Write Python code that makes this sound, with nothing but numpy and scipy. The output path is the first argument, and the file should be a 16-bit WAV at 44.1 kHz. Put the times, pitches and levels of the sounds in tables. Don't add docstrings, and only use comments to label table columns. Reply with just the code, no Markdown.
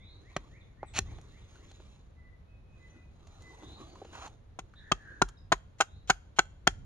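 import sys
import numpy as np
from scipy import signal
from scipy.fft import rfft, irfft, next_fast_len
from scipy.io import wavfile
from scipy.ndimage import uniform_filter1d

SR = 44100
rng = np.random.default_rng(int(sys.argv[2]) if len(sys.argv) > 2 else 0)


def dump_mix(stems):
    frames = np.atleast_2d(stems).T
    limited = np.clip(frames, -1, 1)
    pcm = np.round(limited * 32767).astype(np.int16)
    wavfile.write(sys.argv[1], SR, pcm)


N = 302085
TIME = np.arange(N) / SR
HZ = np.fft.rfftfreq(4096, 1 / SR)


def amp(db):
    return 10 ** (np.asarray(db) / 20)


def unit(x):
    return x / np.sqrt(np.mean(x ** 2) + 1e-20)


def sized(x, db, seconds):
    return x * amp(db) * np.sqrt(seconds * SR / (np.sum(x ** 2) + 1e-20))


def add(mix, s, sound):
    start = round(s * SR)
    sound = sound[:, max(-start, 0):]
    part = mix[:, max(start, 0):][:, :sound.shape[1]]
    part += sound[:, :part.shape[1]]


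def read(points, hz):
    f, value = np.transpose(points)
    return np.interp(np.log(hz + 1), np.log(f + 1), value)


def response(db):
    both_halves = np.r_[db, db[-2:0:-1]]
    log_gain = np.log(amp(both_halves))
    return np.fft.ifft(np.exp(signal.hilbert(log_gain).conj())).real


def coloured(x, points):
    gain = amp(read(points, np.fft.rfftfreq(N, 1 / SR)))
    return unit(irfft(rfft(x) * gain, N))


def bump(hz, width, db):
    return db / (1 + (2 * (HZ - hz) / width) ** 2)


def swell(s, rise_s, fall_s):
    return np.exp(-((TIME - s) / np.where(TIME < s, rise_s, fall_s)) ** 2)


# (frequency [Hz], left minus right [dB])
PORT_LEVELS = [(200, -.5), (460, -2.5), (850, 4.5), (1150, 4.5), (1600, -4), (2150, 8), (2600, -0.5),
               (3000, -4), (3700, 6), (4900, -9), (6300, 13.5), (8000, -12.5), (11300, 10)]
# (frequency [Hz], phase lead [radians])
PORT_LEAD = [(200, 0.5), (500, 1.16), (750, 0.3), (950, 1.88), (1400, 0.7), (1900, 1.98), (2500, 1.65),
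             (3100, 2.5), (4500, 2.5), (5300, -0.9), (6300, 6), (11000, 6)]


def placed(x, side):
    size = next_fast_len(len(x) + len(HZ))
    hz = np.fft.rfftfreq(size, 1 / SR)
    level = amp(side * read(PORT_LEVELS, hz) / 2)
    half = level * np.exp(.5j * side * read(PORT_LEAD, hz))
    late = np.r_[np.zeros(8), x]
    return irfft(rfft(late, size) * np.array([half, 1 / half]), size)[:, :len(x)]


# (frequency [Hz], level [dB])
WOOD_COLOUR = [(40, -25), (200, -19), (350, -8), (480, -11.5), (750, -1.5), (1500, -4), (2100, -4.5),
               (3100, -5.5), (3700, -10.5), (5000, -13.5), (7000, -10), (11000, -30.5), (16000, -42)]
# (frequency [Hz], width [Hz], rise over the broad colour [dB])
BLANK_MODES = [(343, 450, 5), (777, 51, 3.5), (1450, 130, 4), (2688, 150, 4), (3200, 230, 5),
               (4240, 290, 9), (4620, 28, 0.5), (6030, 110, 1)]


def wood(treble_db):
    modes = sum(bump(*mode) for mode in BLANK_MODES)
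    return read(WOOD_COLOUR, HZ) + modes + treble_db * HZ ** 2 / (HZ ** 2 + 2800 ** 2)


def fibres(count, per_s, spread_db):
    size = amp(spread_db * np.minimum(rng.exponential(1, count), 3))
    snaps_now = rng.random(count) < per_s / SR
    return unit(size * rng.choice([-1, 1], count) * snaps_now)


# (time [s], knock level [dB], tearing level [dB], time until the chip breaks [s],
# tearing t60 [s], treble lift [dB], chip pitch [Hz], stump thud level [dB])
CHOPS = [(0.364, -30.5, -34, .0018, .024, -10, 660, -36),
         (0.8306, -31.5, -45, 0.0022, 0.049, -65, 825, -54),
         (0.9881, -31.5, -31, 0.0014, 0.013, 16.5, 1100, -36),
         (4.5889, -35, -43.5, 0.0033, 0.035, 1, 1090, -49.5),
         (4.9157, -22.5, -22.5, 0.0049, 0.022, -6.5, 1270, -31.5),
         (5.217, -16, -22, .0045, 0.018, -3.5, 1385, -28),
         (5.519, -19, -19.5, .0062, 0.035, -8.5, 1052, -33),
         (5.8036, -20.5, -20.5, .0065, 0.041, -3.5, 1130, -52),
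         (6.0978, -18, -19, 0.0042, 0.034, -3, 1525, -34),
         (6.387, -19.5, -18, .0049, .025, -6.5, 2086, -39),
         (6.6708, -21, -18.5, 0.0045, 0.023, -8.5, 1644, -32.5)]
LAID_SIDE, UPRIGHT_SIDE = -0.37, 0.85
REGRIP_S = 4.4
FALL_S, FALL_DB, FALL_TREBLE_DB, FALL_HZ = 0.055, -40.5, 11, 600


def chops():
    out = np.zeros((2, N))
    flights = rng.uniform(.88, 1.12, len(CHOPS))
    for (s, knock_db, tear_db, *cut), flight in zip(CHOPS, flights):
        side = LAID_SIDE if s < REGRIP_S else UPRIGHT_SIDE
        add(out, s, chop(knock_db, tear_db, *cut, side))
        add(out, s + FALL_S * flight, tap(tear_db + FALL_DB, FALL_TREBLE_DB, FALL_HZ))
    return out


def chop(knock_db, tear_db, break_s, t60, treble_db, chip_hz, thud_db, side):
    t = np.arange(SR // 4) / SR
    break_s = max(break_s, .0005)
    sound = tearing(t, tear_db, break_s, t60, treble_db, chip_hz) + axe_ring(t, tear_db)
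    knock = edge_knock(knock_db, chip_hz)
    sound[:len(knock)] -= knock
    thud = stump_thud(thud_db)
    sound[round(break_s * SR):][:len(thud)] += thud
    return placed(sound + stump_rocking(t, thud_db), side)


def tearing(t, db, break_s, t60, treble_db, chip_hz):
    force = np.where(t < break_s, t / break_s, amp(-60 * (t - break_s) / t60))
    snaps = force * fibres(len(t), per_s=11000, spread_db=6.5)
    snaps[round(break_s * SR)] -= 8
    colour = response(wood(treble_db) + bump(chip_hz, 420, 4.8) + split_colour())
    return sized(signal.fftconvolve(snaps, colour)[:len(t)], db, 0.015)


def split_colour(count=5, width_hz=110, rise_db=5):
    pitches = np.exp(rng.uniform(np.log(1000), np.log(3400), count))
    return sum(bump(hz, width_hz, rise_db) for hz in pitches)


# (frequency [Hz], level among the partials [dB], t60 [s])
STEEL_MODES = [(1310, -15, .12), (2360, -8.5, 0.16), (3220, -4, 0.52), (3350, 2, 0.11), (5800, 1.5, 0.075),
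               (6700, -1, 0.1)]
STEEL_DB = -35


def axe_ring(t, tear_db):
    ring = 0
    for hz, db, decay in STEEL_MODES:
        phase = rng.uniform(0, 2 * np.pi)
        ring = ring + amp(db - 60 * t / decay) * np.sin(2 * np.pi * hz * t + phase)
    return sized(ring * signal.windows.tukey(len(t), .03), tear_db + STEEL_DB, 0.0058)


# (frequency [Hz], level [dB])
KNOCK_COLOUR = [(40, -42.5), (200, -15), (480, -5), (800, 5.5), (1300, -5.5), (2500, -27), (5000, -41),
                (16000, -60)]
KNOCK_HZ, KNOCK_FOLLOWS = 1150, 0.49


def edge_knock(db, chip_hz):
    colour = read(KNOCK_COLOUR, HZ * (KNOCK_HZ / chip_hz) ** KNOCK_FOLLOWS)
    modes = sum(bump(*mode) for mode in BLANK_MODES)
    return sized(response(colour + modes), db, .0022)


# (frequency [Hz], level [dB])
STUMP_COLOUR = [(20, -16.5), (70, -6.5), (160, 3), (250, -5), (380, -5), (600, -30), (2000, -59.5),
                (16000, -91)]


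def stump_thud(db):
    return sized(response(read(STUMP_COLOUR, HZ) + bump(390, 76, 5.8)), db, 0.012)


ROCK_HZ, ROCK_S, ROCK_DB = 45.4, 0.032, -9.5


def stump_rocking(t, thud_db):
    sway = (t / ROCK_S * np.exp(1 - t / ROCK_S)) ** 2
    return amp(thud_db + ROCK_DB) * sway * np.sin(2 * np.pi * ROCK_HZ * t)


# (time [s], level [dB], treble lift [dB], pitch [Hz])
TAPS = [(1.184, -47.5, -13, 447), (1.212, -62, 38, 1410), (1.555, -53, 9, 1510), (1.712, -52, 7, 477),
        (1.797, -49, -21.5, 338), (3.269, -55, 13.5, 600), (3.42, -58, 27, 500), (3.625, -44, -11, 450),
        (3.953, -47, -4, 1030), (4.017, -35.5, -79, 510), (4.048, -43, -9, 387), (4.273, -42, 6, 940),
        (4.736, -52, -9.5, 1460), (5.286, -46, 23, 1280)]


def taps():
    out = np.zeros((2, N))
    for s, *contact in TAPS:
        add(out, s, tap(*contact))
    return out


FIRM_DB = -53.5


def tap(db, treble_db, hz):
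    t = np.arange(SR // 25) / SR
    shape = np.minimum(t / 0.0027, 1) * amp(-60 * t / 0.038)
    clicks = fibres(len(t), per_s=5200, spread_db=11.5) * shape
    clicks[0] += amp(db - FIRM_DB)
    sound = signal.fftconvolve(clicks, response(wood(treble_db) + bump(hz, 570, 20)))
    return placed(sized(sound, db, 0.0019), -0.12)


# (start [s], end [s], level grown to [dB], growth [dB], treble lift [dB], resonance [Hz],
# side [1 left, -1 right])
SCRAPES = [(0.935, 0.989, -30.5, 21, 3.5, 2540, -0.29), (3.242, 4, -67.5, 4.5, -32, 776, -1.9),
           (4.123, 4.276, -46.5, 5.5, -7, 1033, -0.84), (5.784, 5.803, -54, 13, 10.5, 2016, 0.71),
           (6.073, 6.109, -46.5, 10, 12, 3490, 0.66), (6.361, 6.398, -49, 11.5, 7.5, 2985, 0.68)]


def scrapes():
    out = np.zeros((2, N))
    for start, end, db, growth_db, treble_db, hz, side in SCRAPES:
        u = np.linspace(0, 1, round((end - start) * SR))
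        colour = response(wood(treble_db) + bump(hz, 530, 7.9))
        uneven_db = 1.7 * unit(uniform_filter1d(rng.standard_normal(len(u)), size=500))
        clicks = fibres(len(u), per_s=5700, spread_db=3.0) * amp(uneven_db)
        rub = unit(signal.fftconvolve(clicks, colour)[:len(u)])
        shape = amp(db - growth_db * (1 - u)) * signal.windows.tukey(len(u), .15)
        add(out, start, placed(rub * shape, side))
    return out


# (time at the fastest [s], time to speed up [s], time to slow down [s],
# fibre hiss level [dB], fold rustle level [dB])
MOVES = [(.42, 0.34, 0.22, -73.5, -64.5), (1.07, 0.18, 0.23, -72, -62), (1.7, 0.38, 0.29, -68.5, -65),
         (2.85, .1, 0.16, -77, -66), (3.701, 0.41, 0.38, -66.5, -58), (4.202, 0.15, 0.12, -67, -58.5),
         (5.1, 0.4, 0.17, -76.5, -66)]
# (frequency [Hz], level [dB])
CLOTH_COLOUR = [(100, -29), (700, -5.5), (1400, -0.5), (2500, 3.5), (4000, 4.5), (5200, -7.5), (6500, -2.5),
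                (8000, -8.5), (16000, -33.5)]
# (frequency [Hz], level [dB])
FOLD_COLOUR = [(60, -13.5), (200, 3), (350, 10), (600, -2), (1200, -1.5), (2000, -19.5), (16000, -47.5)]
GRIT_PER_S, GRIT_DB = 100, -12


def sleeve():
    hiss_level = sum(amp(db) * swell(*timing) for *timing, db, _ in MOVES)
    fold_level = sum(amp(db) * swell(*timing) for *timing, _, db in MOVES)
    catch_db = 1.7 * unit(uniform_filter1d(rng.standard_normal(N), size=900))
    hiss = patchy(coloured(fibres(N, per_s=5400, spread_db=3.5), CLOTH_COLOUR), depth_db=3.0)
    ticks = fibres(N, per_s=GRIT_PER_S, spread_db=-1)
    grit = unit(signal.oaconvolve(ticks, response(wood(treble_db=7.5)))[:N])
    folds = patchy(coloured(rng.standard_normal(N), FOLD_COLOUR), depth_db=4)
    rustle = (hiss + amp(GRIT_DB) * grit) * hiss_level + folds * fold_level
    return placed(rustle * amp(catch_db), -0.8)


def patchy(x, depth_db):
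    z = signal.stft(x, SR, nperseg=1024)[2]
    across_pitch = uniform_filter1d(rng.standard_normal(z.shape), size=5, axis=0)
    patches = unit(uniform_filter1d(across_pitch, size=7, axis=1))
    return unit(signal.istft(z * amp(depth_db * patches), SR, nperseg=1024)[1][:N])


# (time [s], length [s], first pitch [Hz], middle pitch [Hz], last pitch [Hz],
# level [dB], base pitch unsteadiness [share])
BIRD_NOTES = [(0.856, 0.062, 8200, 7860, 7500, -57.5, 0.02), (2.895, 0.03, 6350, 6140, 6200, -72, .005),
              (3.854, 0.098, 4240, 4560, 4510, -69, 0.02), (4.739, 0.23, 1650, 1780, 1638, -60, .07),
              (4.751, .06, 3320, 3820, 3350, -60, 0.05), (4.978, 0.19, 1670, 1660, 1526, -53.5, .05),
              (5.369, 0.01, 3940, 3780, 3700, -63.5, .003), (5.375, 0.019, 5450, 5000, 5020, -66, .003)]
# (time [s], pitch [Hz], level [dB])
PIPES = [(2.15, 2000, -63.5), (2.449, 2544, -73.5), (2.66, 2520, -70), (2.78, 2008, -62.5),
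         (2.879, 2515, -72.5), (3.4, 2012, -59.5)]
PIPE_S, PIPE_SAG, PIPE_PEAK = .15, 0.0093, .68
PIPE_WAVER = 0.0086
# (time [s], level [dB])
RISES = [(-.03, -67), (3.591, -64.5), (5.82, -77.5)]
# (delay [s], length [s], first pitch [Hz],
# middle pitch [Hz], last pitch [Hz], level against the call [dB])
RISE_SLURS = [(0, .2, 3300, 3910, 4490, 2), (.01, .26, 3250, 3707, 4276, 0)]
# (delay [s], length [s], first pitch [Hz],
# middle pitch [Hz], last pitch [Hz], level against the phrase [dB])
PHRASE_SLURS = [(0, .1, 1720, 2050, 2750, 0), (.108, .026, 4100, 3620, 3330, -2)]
SONG_START_S, PHRASE_S, SONG_TOP_S = -.042, .269, 0.51
SONG_DB, SONG_FADE_DB_PER_S2 = -63.5, 6


def birds(count=7):
    out = np.zeros((2, N))
    for s, *note in BIRD_NOTES:
        add(out, s, whistle(*note))
    for s, hz, db in PIPES:
        first_hz, last_hz = hz * (1 + PIPE_SAG), hz * (1 - PIPE_SAG)
        add(out, s, whistle(PIPE_S, first_hz, hz, last_hz, db, PIPE_WAVER, PIPE_PEAK))
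    for s, db in RISES:
        add(out, s, slurred(RISE_SLURS, db))
    for s in SONG_START_S + PHRASE_S * np.arange(count):
        phrase_db = SONG_DB - SONG_FADE_DB_PER_S2 * (s - SONG_TOP_S) ** 2
        add(out, s, slurred(PHRASE_SLURS, phrase_db))
    return out


def slurred(slurs, db):
    out = np.zeros((2, SR))
    for delay, *glide, slur_db in slurs:
        add(out, delay, whistle(*glide, db + slur_db))
    return out


def whistle(length, first_hz, middle_hz, last_hz, db, waver=0.003, peak=0.55):
    u = np.linspace(0, 1, round(length * SR))
    hz = np.polyval(np.polyfit([0, .5, 1], [first_hz, middle_hz, last_hz], 2), u)
    unsteady = waver + .025 * np.ptp(hz) / middle_hz
    hz = hz * (1 + unsteady * unit(uniform_filter1d(rng.standard_normal(len(u)), size=120)))
    arch = np.sin(np.pi * np.interp(u, [0, min(peak, .95), 1], [0, .5, 1]))
    tone = np.sin(2 * np.pi * np.cumsum(hz) / SR)
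    return placed(amp(db) * unit(tone * arch), -0.6)


def echoes(x, t60s, delay):
    t = np.arange(SR) / SR
    arrives = rng.random((2, SR)) < 3000 / SR
    scatter = rng.choice([-1., 1.], (2, SR)) * arrives * (t > delay)
    hz, at, z = signal.stft(scatter, SR, nperseg=256)
    decay = amp(-60 * at / read(t60s, hz)[:, None])
    tail = signal.istft(z * decay, SR, nperseg=256)[1]
    tail = tail / np.linalg.norm(tail[0])
    return signal.fftconvolve(x.mean(0)[None], tail, axes=1)[:, :N]


# (frequency [Hz], level [dB])
RUMBLE_COLOUR = [(15, -12.5), (40, 2), (90, 2), (150, -8.5), (300, -21), (1000, -56), (16000, -97)]
# (time at the strongest [s], rise time [s], fall time [s], level [dB])
GUSTS = [(0.998, 0.051, 0.2, -45.5), (6.8, 0.071, 0.12, -48.5)]
BREEZE_DB, SWELL_DB = -55, 1.4


def breeze():
    rates_hz = np.geomspace(1.5, 9, 16)
    drift = unit(sum(np.sin(2 * np.pi * (hz * TIME + rng.random())) for hz in rates_hz))
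    gusts = sum(amp(db) * swell(*timing) for *timing, db in GUSTS)
    level = amp(BREEZE_DB + SWELL_DB * drift) + gusts
    return outdoors(RUMBLE_COLOUR, apart=0.36) * level


def outdoors(points, apart):
    shared = rng.standard_normal(N)
    return coloured(shared + apart * rng.standard_normal((2, N)), points)


# (frequency [Hz], t60 [s])
FOREST_T60 = [(100, 0.55), (1000, 0.46), (4000, 0.57), (10000, 0.54)]
# (frequency [Hz], level [dB])
AIR_COLOUR = [(120, -25.5), (200, -12.5), (500, -8), (883, -15.5), (1160, -16.5), (2380, -24.5),
              (3830, -29.5), (6500, -41), (16000, -50)]


def scene():
    work = chops() + taps() + scrapes()
    near = amp(-21.5) * echoes(work, [(200, 0.092), (8000, 0.15)], delay=0.01)
    far = amp(-38.0) * echoes(work, FOREST_T60, delay=0.062)
    calls = birds()
    call_echoes = echoes(calls, [(2000, 0.62), (4000, 0.31)], delay=0.013)
    song = amp(-6.0) * calls + amp(-5) * call_echoes
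    air = amp(-69.0) * outdoors(AIR_COLOUR, apart=5.5)
    return work + near + far + song + sleeve() + breeze() + air


# (frequency [Hz], level [dB])
MICROPHONE_COLOUR = [(3000, 0.5), (4000, 4), (5000, 0.5), (5600, 4), (7050, 7.5), (7600, -7.5), (8600, 2),
                     (11700, 5), (13000, -22), (16000, -19.5)]
EDGE_HZ = 16600


def record(dry, ceiling=.93):
    colour = response(read(MICROPHONE_COLOUR, HZ))
    heard = signal.oaconvolve(dry, colour[None], axes=1)[:, :N]
    heard = heard / (1 + (heard / ceiling) ** 6) ** (1 / 6)
    band_limit = signal.firwin(511, EDGE_HZ, window=("kaiser", 9), fs=SR)
    return signal.oaconvolve(heard, band_limit[None], "same")


dry = scene()
out = record(dry)
dump_mix(out)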